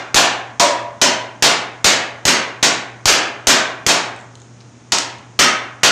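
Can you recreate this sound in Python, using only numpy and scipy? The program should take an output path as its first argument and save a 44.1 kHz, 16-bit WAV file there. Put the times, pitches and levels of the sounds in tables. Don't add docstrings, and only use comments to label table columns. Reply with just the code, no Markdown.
import sys
import numpy as np
from scipy import signal
from scipy.fft import rfft, irfft, next_fast_len
from scipy.io import wavfile

SR = 44100
rng = np.random.default_rng(int(sys.argv[2]) if len(sys.argv) > 2 else 0)


def wav_record(signal):
    frames = np.transpose(np.atleast_2d(signal))
    bounded = np.clip(frames, -1, 1)
    quanta = np.round(bounded * 32767).astype(np.int16)
    wavfile.write(sys.argv[1], SR, quanta)


def invert_db(x):
    u = np.asarray(x, float) / 20
    return 10 ** u


N = 260631
RUN_IN = SR // 2
LONG = N + RUN_IN

# [f/Hz, density/dB per Hz]
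AIR_SPECTRUM = [(20, 1.5), (45, 0.5), (85, 0), (150, -3.5), (260, -2.5), (420, -8), (600, -11), (1000, -13),
                (2500, -20.5), (4600, -25), (6500, -16), (8000, -26.5), (9500, -30), (11500, -71),
                (16000, -68)]
# [f/Hz, level/dB, width/Hz]
MOTOR_LINES = [(119.3, 0, 22), (240, -15, 8), (290, -20, 15)]
# [t/s, level/dB, low clang/dB, bias kick 0-4]
BLOWS = [(0.1441, 3, -1.5, 2.1), (0.597, -5, 4, 0.51), (1.0149, -2.5, -1.5, 0.25), (1.424, 0.9, 1, 1.45),
         (1.844, 2, -7, 1.3), (2.253, 1.14, -3, 2.02), (2.6276, -2, -9, 0.17), (3.056, 4.5, -8, 2.5),
         (3.47, 2.16, 2, 1.63), (3.8645, -1.5, 14.5, 1.82), (4.9207, -11, 12, 0.37), (5.3909, 2.95, -32, 1),
         (5.8324, 3.5, -33, 0.49)]
EARLIER_BLOW = (-0.23, 0.7, 0.93, 1.1)
# [t/s of the blow, f/Hz, gain/dB]
FREE_MODES = [(0.144, 833, -6.5), (0.597, 589, 12), (0.597, 686, 9), (0.597, 963, 17), (0.597, 988, 4),
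              (0.597, 900, -3), (1.015, 624, -3.5), (1.015, 976, 3), (1.015, 3100, 4), (1.424, 1630, -14),
              (2.628, 1590, -1), (3.470, 1500, -7), (5.391, 1263, 8.5), (4.921, 930, 2), (5.391, 5570, 5)]
# [f/Hz, density/dB per Hz]
DISC_SPECTRUM = [(60, 2), (130, -7.5), (200, -3), (320, -2), (450, -6), (700, -3.5), (1000, -5), (2000, -5),
                 (4000, -3), (6600, 0.5), (8500, -9.5), (11000, -27.5), (16000, -36)]
# [f/Hz, gain/dB]
LOW_MODE_GAIN = [(700, -14.5), (1600, -0.65)]
# [f/Hz, T60/s]
ROOM_T60 = [(100, 0.21), (260, 0.58), (700, 0.74), (1840, 0.64), (4850, 0.37), (8000, 0.32), (11000, 0.33),
            (15000, 0.14)]
# [t/s, peak level/dB, f/Hz]
TICKS = [(4.1274, -40, 7000), (4.1623, -32, 7500), (4.1694, -43, 7500), (4.1894, -32, 6600),
         (4.2024, -33, 6800), (4.2104, -34, 7300), (4.354, -27, 6800), (4.3954, -46, 7000),
         (4.4004, -34, 7000), (4.4176, -29, 6900), (4.605, -33, 4200), (4.611, -33, 5200),
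         (4.619, -42, 4600)]
# [t/s, level/dB]
SLAPS = [
    (4.9203, 8),
    (4.9485, -4),
    (4.9842, 5.5),
    (5.1836, -31),
]


def rms_one(x):
    return x / np.sqrt(np.mean(x ** 2) + 1e-20)


def at_hz(points, hz):
    table = np.array(points)
    return np.interp(np.log(hz), np.log(table[:, 0]), table[:, 1])


def colour(x, level_db):
    hz = np.maximum(np.arange(len(x) // 2 + 1) * SR / len(x), 10)
    return irfft(rfft(x) * invert_db(level_db(hz)), len(x))


def resonance(x, hz, width_hz):
    r = np.exp(-np.pi * width_hz / SR)
    gain = (1 - r * r) / 2
    return signal.lfilter([gain, 0, -gain], [1, -2 * r * np.cos(2 * np.pi * hz / SR), r * r], x)


def add(track, s, x):
    i = RUN_IN + round(s * SR)
    track[i:i + len(x)] += x[:len(track) - i]


def background():
    air_db, hum_db = -44.5, -41.5
    waver_depth, waver_rad = 0.22, 0.3
    white = rng.standard_normal(2 * next_fast_len(LONG // 2 + 1))
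    air = colour(white, lambda hz: at_hz(AIR_SPECTRUM, hz))[:LONG]
    out = invert_db(air_db) * rms_one(air)
    t = np.arange(LONG) / SR
    for hz, level_db, width_hz in MOTOR_LINES:
        r = np.exp(-np.pi * width_hz / SR)
        waver = rms_one(signal.lfilter([1], [1, -2 * r, r * r], rng.standard_normal(LONG)))
        line = np.sin(2 * np.pi * hz * t + waver_rad * waver)
        out += invert_db(level_db + hum_db) * (1 + waver_depth * waver) * line
    return out


def dispersed_click(spread_s, count=SR // 6):
    hz = np.arange(count // 2 + 1) * SR / count
    knots = np.arange(0, SR / 2 + 150, 150)
    scatter = np.minimum(rng.exponential(size=len(knots)), 3) ** 1.5
    delay = np.interp(hz, knots, spread_s * scatter + 0.0003816)
    phase = 2 * np.pi * np.cumsum(delay) * SR / count
    click = irfft(np.exp(-1j * phase), count)
    click[count // 2:] = 0
    return click


def struck(hz, level, t60, phase, count):
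    t = np.arange(count)[:, None] / SR
    decay = np.exp(-np.log(1000) * t / t60)
    return (decay * np.sin(2 * np.pi * (hz * t + phase))) @ level


def blow(level_db, stump_db, clang_db, bright_db, spread_s=0.006):
    drive_db, modes_db, ring_s = 33.5, -46, 0.068

    def spectrum(hz):
        landing = [(280, stump_db), (800, 0.15 * clang_db), (2000, 0.0042), (5500, bright_db)]
        return at_hz(DISC_SPECTRUM, hz) + at_hz(landing, hz)

    crash = colour(dispersed_click(spread_s), spectrum)
    crash[len(crash) // 2:] = 0
    place, size, life, phase = rng.random(size=(4, 60))
    hz = 300 + (np.arange(len(place)) + place) * 130
    t60 = ring_s * (hz / 2000) ** -0.15 * (0.85 + 0.34 * life)
    mode_db = spectrum(hz) + at_hz(LOW_MODE_GAIN, hz) - 11.5 * size
    modes = struck(hz, invert_db(mode_db), t60, phase, len(crash))
    return invert_db(level_db + drive_db) * (crash + invert_db(modes_db) * modes)


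def hammering():
    out = np.zeros((3, LONG))
    for k, (s, level_db, clang_db, _) in enumerate([EARLIER_BLOW, *BLOWS]):
        stump_db = min(0.74 - 1.03 * level_db + 0.058 * clang_db, 0)
        x = blow(level_db, stump_db, clang_db, 0.14 * clang_db)
        total = x.copy()
        for at, hz, gain_db in FREE_MODES:
            if abs(at - s) < 0.1:
                width_hz = 109 * invert_db(-0.9 * gain_db)
                total += invert_db(gain_db) * resonance(x, hz, width_hz)
        add(out[k % 3], s, total)
    return out


def workshop(x):
    build_up_s = 0.0026
    t = np.arange(SR) / SR
    edges = 50 * 2 ** np.arange(0, 8.5, 1 / 6)
    white = rng.standard_normal((2, len(t)))
    echo = np.zeros(len(t))
    for k, (low, high) in enumerate(zip(edges, edges[1:])):
        band_pass = signal.butter(2, [low, high], "band", fs=SR, output="sos")
        band = signal.sosfilt(band_pass, white[k % 2])
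        echo += band * invert_db(-60 * t / at_hz(ROOM_T60, np.sqrt(low * high)))
    echo *= 1 - np.exp(-t / build_up_s)
    return signal.fftconvolve(x, echo / np.linalg.norm(echo))[:len(x)]


def ticks():
    fade_s, width_hz = 0.0013, 2200
    out = np.zeros(LONG)
    t = np.arange(SR // 50) / SR
    low_pass = signal.butter(3, 9000, fs=SR, output="sos")
    for s, level_db, hz in TICKS:
        grain = rng.standard_normal(len(t)) * np.exp(-t / fade_s)
        bright = resonance(resonance(grain, hz, width_hz), hz, width_hz)
        low_hz = 0.55 * hz
        dull = resonance(resonance(grain, low_hz, width_hz), low_hz, width_hz)
        tick = signal.sosfilt(low_pass, bright + invert_db(-5) * dull)
        add(out, s, invert_db(level_db) * tick / np.abs(tick).max())
    return out


def slaps():
    out = np.zeros(LONG)
    for s, level_db in SLAPS:
        add(out, s, blow(level_db - 18.5, stump_db=-23, clang_db=-6, bright_db=2.1, spread_s=0.0011))
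    return out


def scene():
    room_db = 1
    loud = hammering()
    small = ticks() + slaps()
    echoes = workshop(loud[0] + 0.41 * small) + workshop(loud[1]) + workshop(loud[2])
    mix = background() + loud.sum(axis=0) + small + invert_db(room_db) * echoes
    return mix[None, RUN_IN:]


def bias():
    rise_s, recovery_s = 0.0029, 0.02
    swing_depth, swing_s, swing_fade_s = 0.31, 0.051, 0.04
    out = np.zeros(LONG)
    t = np.arange(SR // 3) / SR
    shove = (1 - np.exp(-t / rise_s)) ** 2 * np.exp(-t / recovery_s)
    swing = swing_depth * (1 - np.exp(-(t / swing_s) ** 3)) * np.exp(-t / swing_fade_s)
    for s, *_, kick in BLOWS:
        add(out, s, np.clip(kick, 0, 6) ** 1.52 * 1.11 * (shove - 3.2 * swing))
    return out[RUN_IN:]


def roll_off(x):
    return signal.sosfilt(signal.butter(12, 16870, fs=SR, output="sos"), x)


def record(dry):
    clip_top, input_top = 0.51, 0.89
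    coupling_hz, shelf_hz, cutoff_hz = 95, 7660, 15980
    drive = (dry - bias()) / clip_top
    x = clip_top * drive / (1 + np.abs(drive) ** 4.2) ** (1 / 6.28)
    x = signal.sosfilt(signal.butter(3, coupling_hz, "high", fs=SR, output="sos"), x)
    x = x / (1 + np.abs(x / input_top) ** 7.5) ** (1 / 5.7)
    dull = signal.sosfilt(signal.butter(1, shelf_hz, "low", fs=SR, output="sos"), x)
    x = dull + 0.043 * (x - dull)
    x = signal.sosfilt(signal.cheby2(12, 35, cutoff_hz, fs=SR, output="sos"), x)
    return roll_off(x)


dry = scene()
out = record(dry)
wav_record(out)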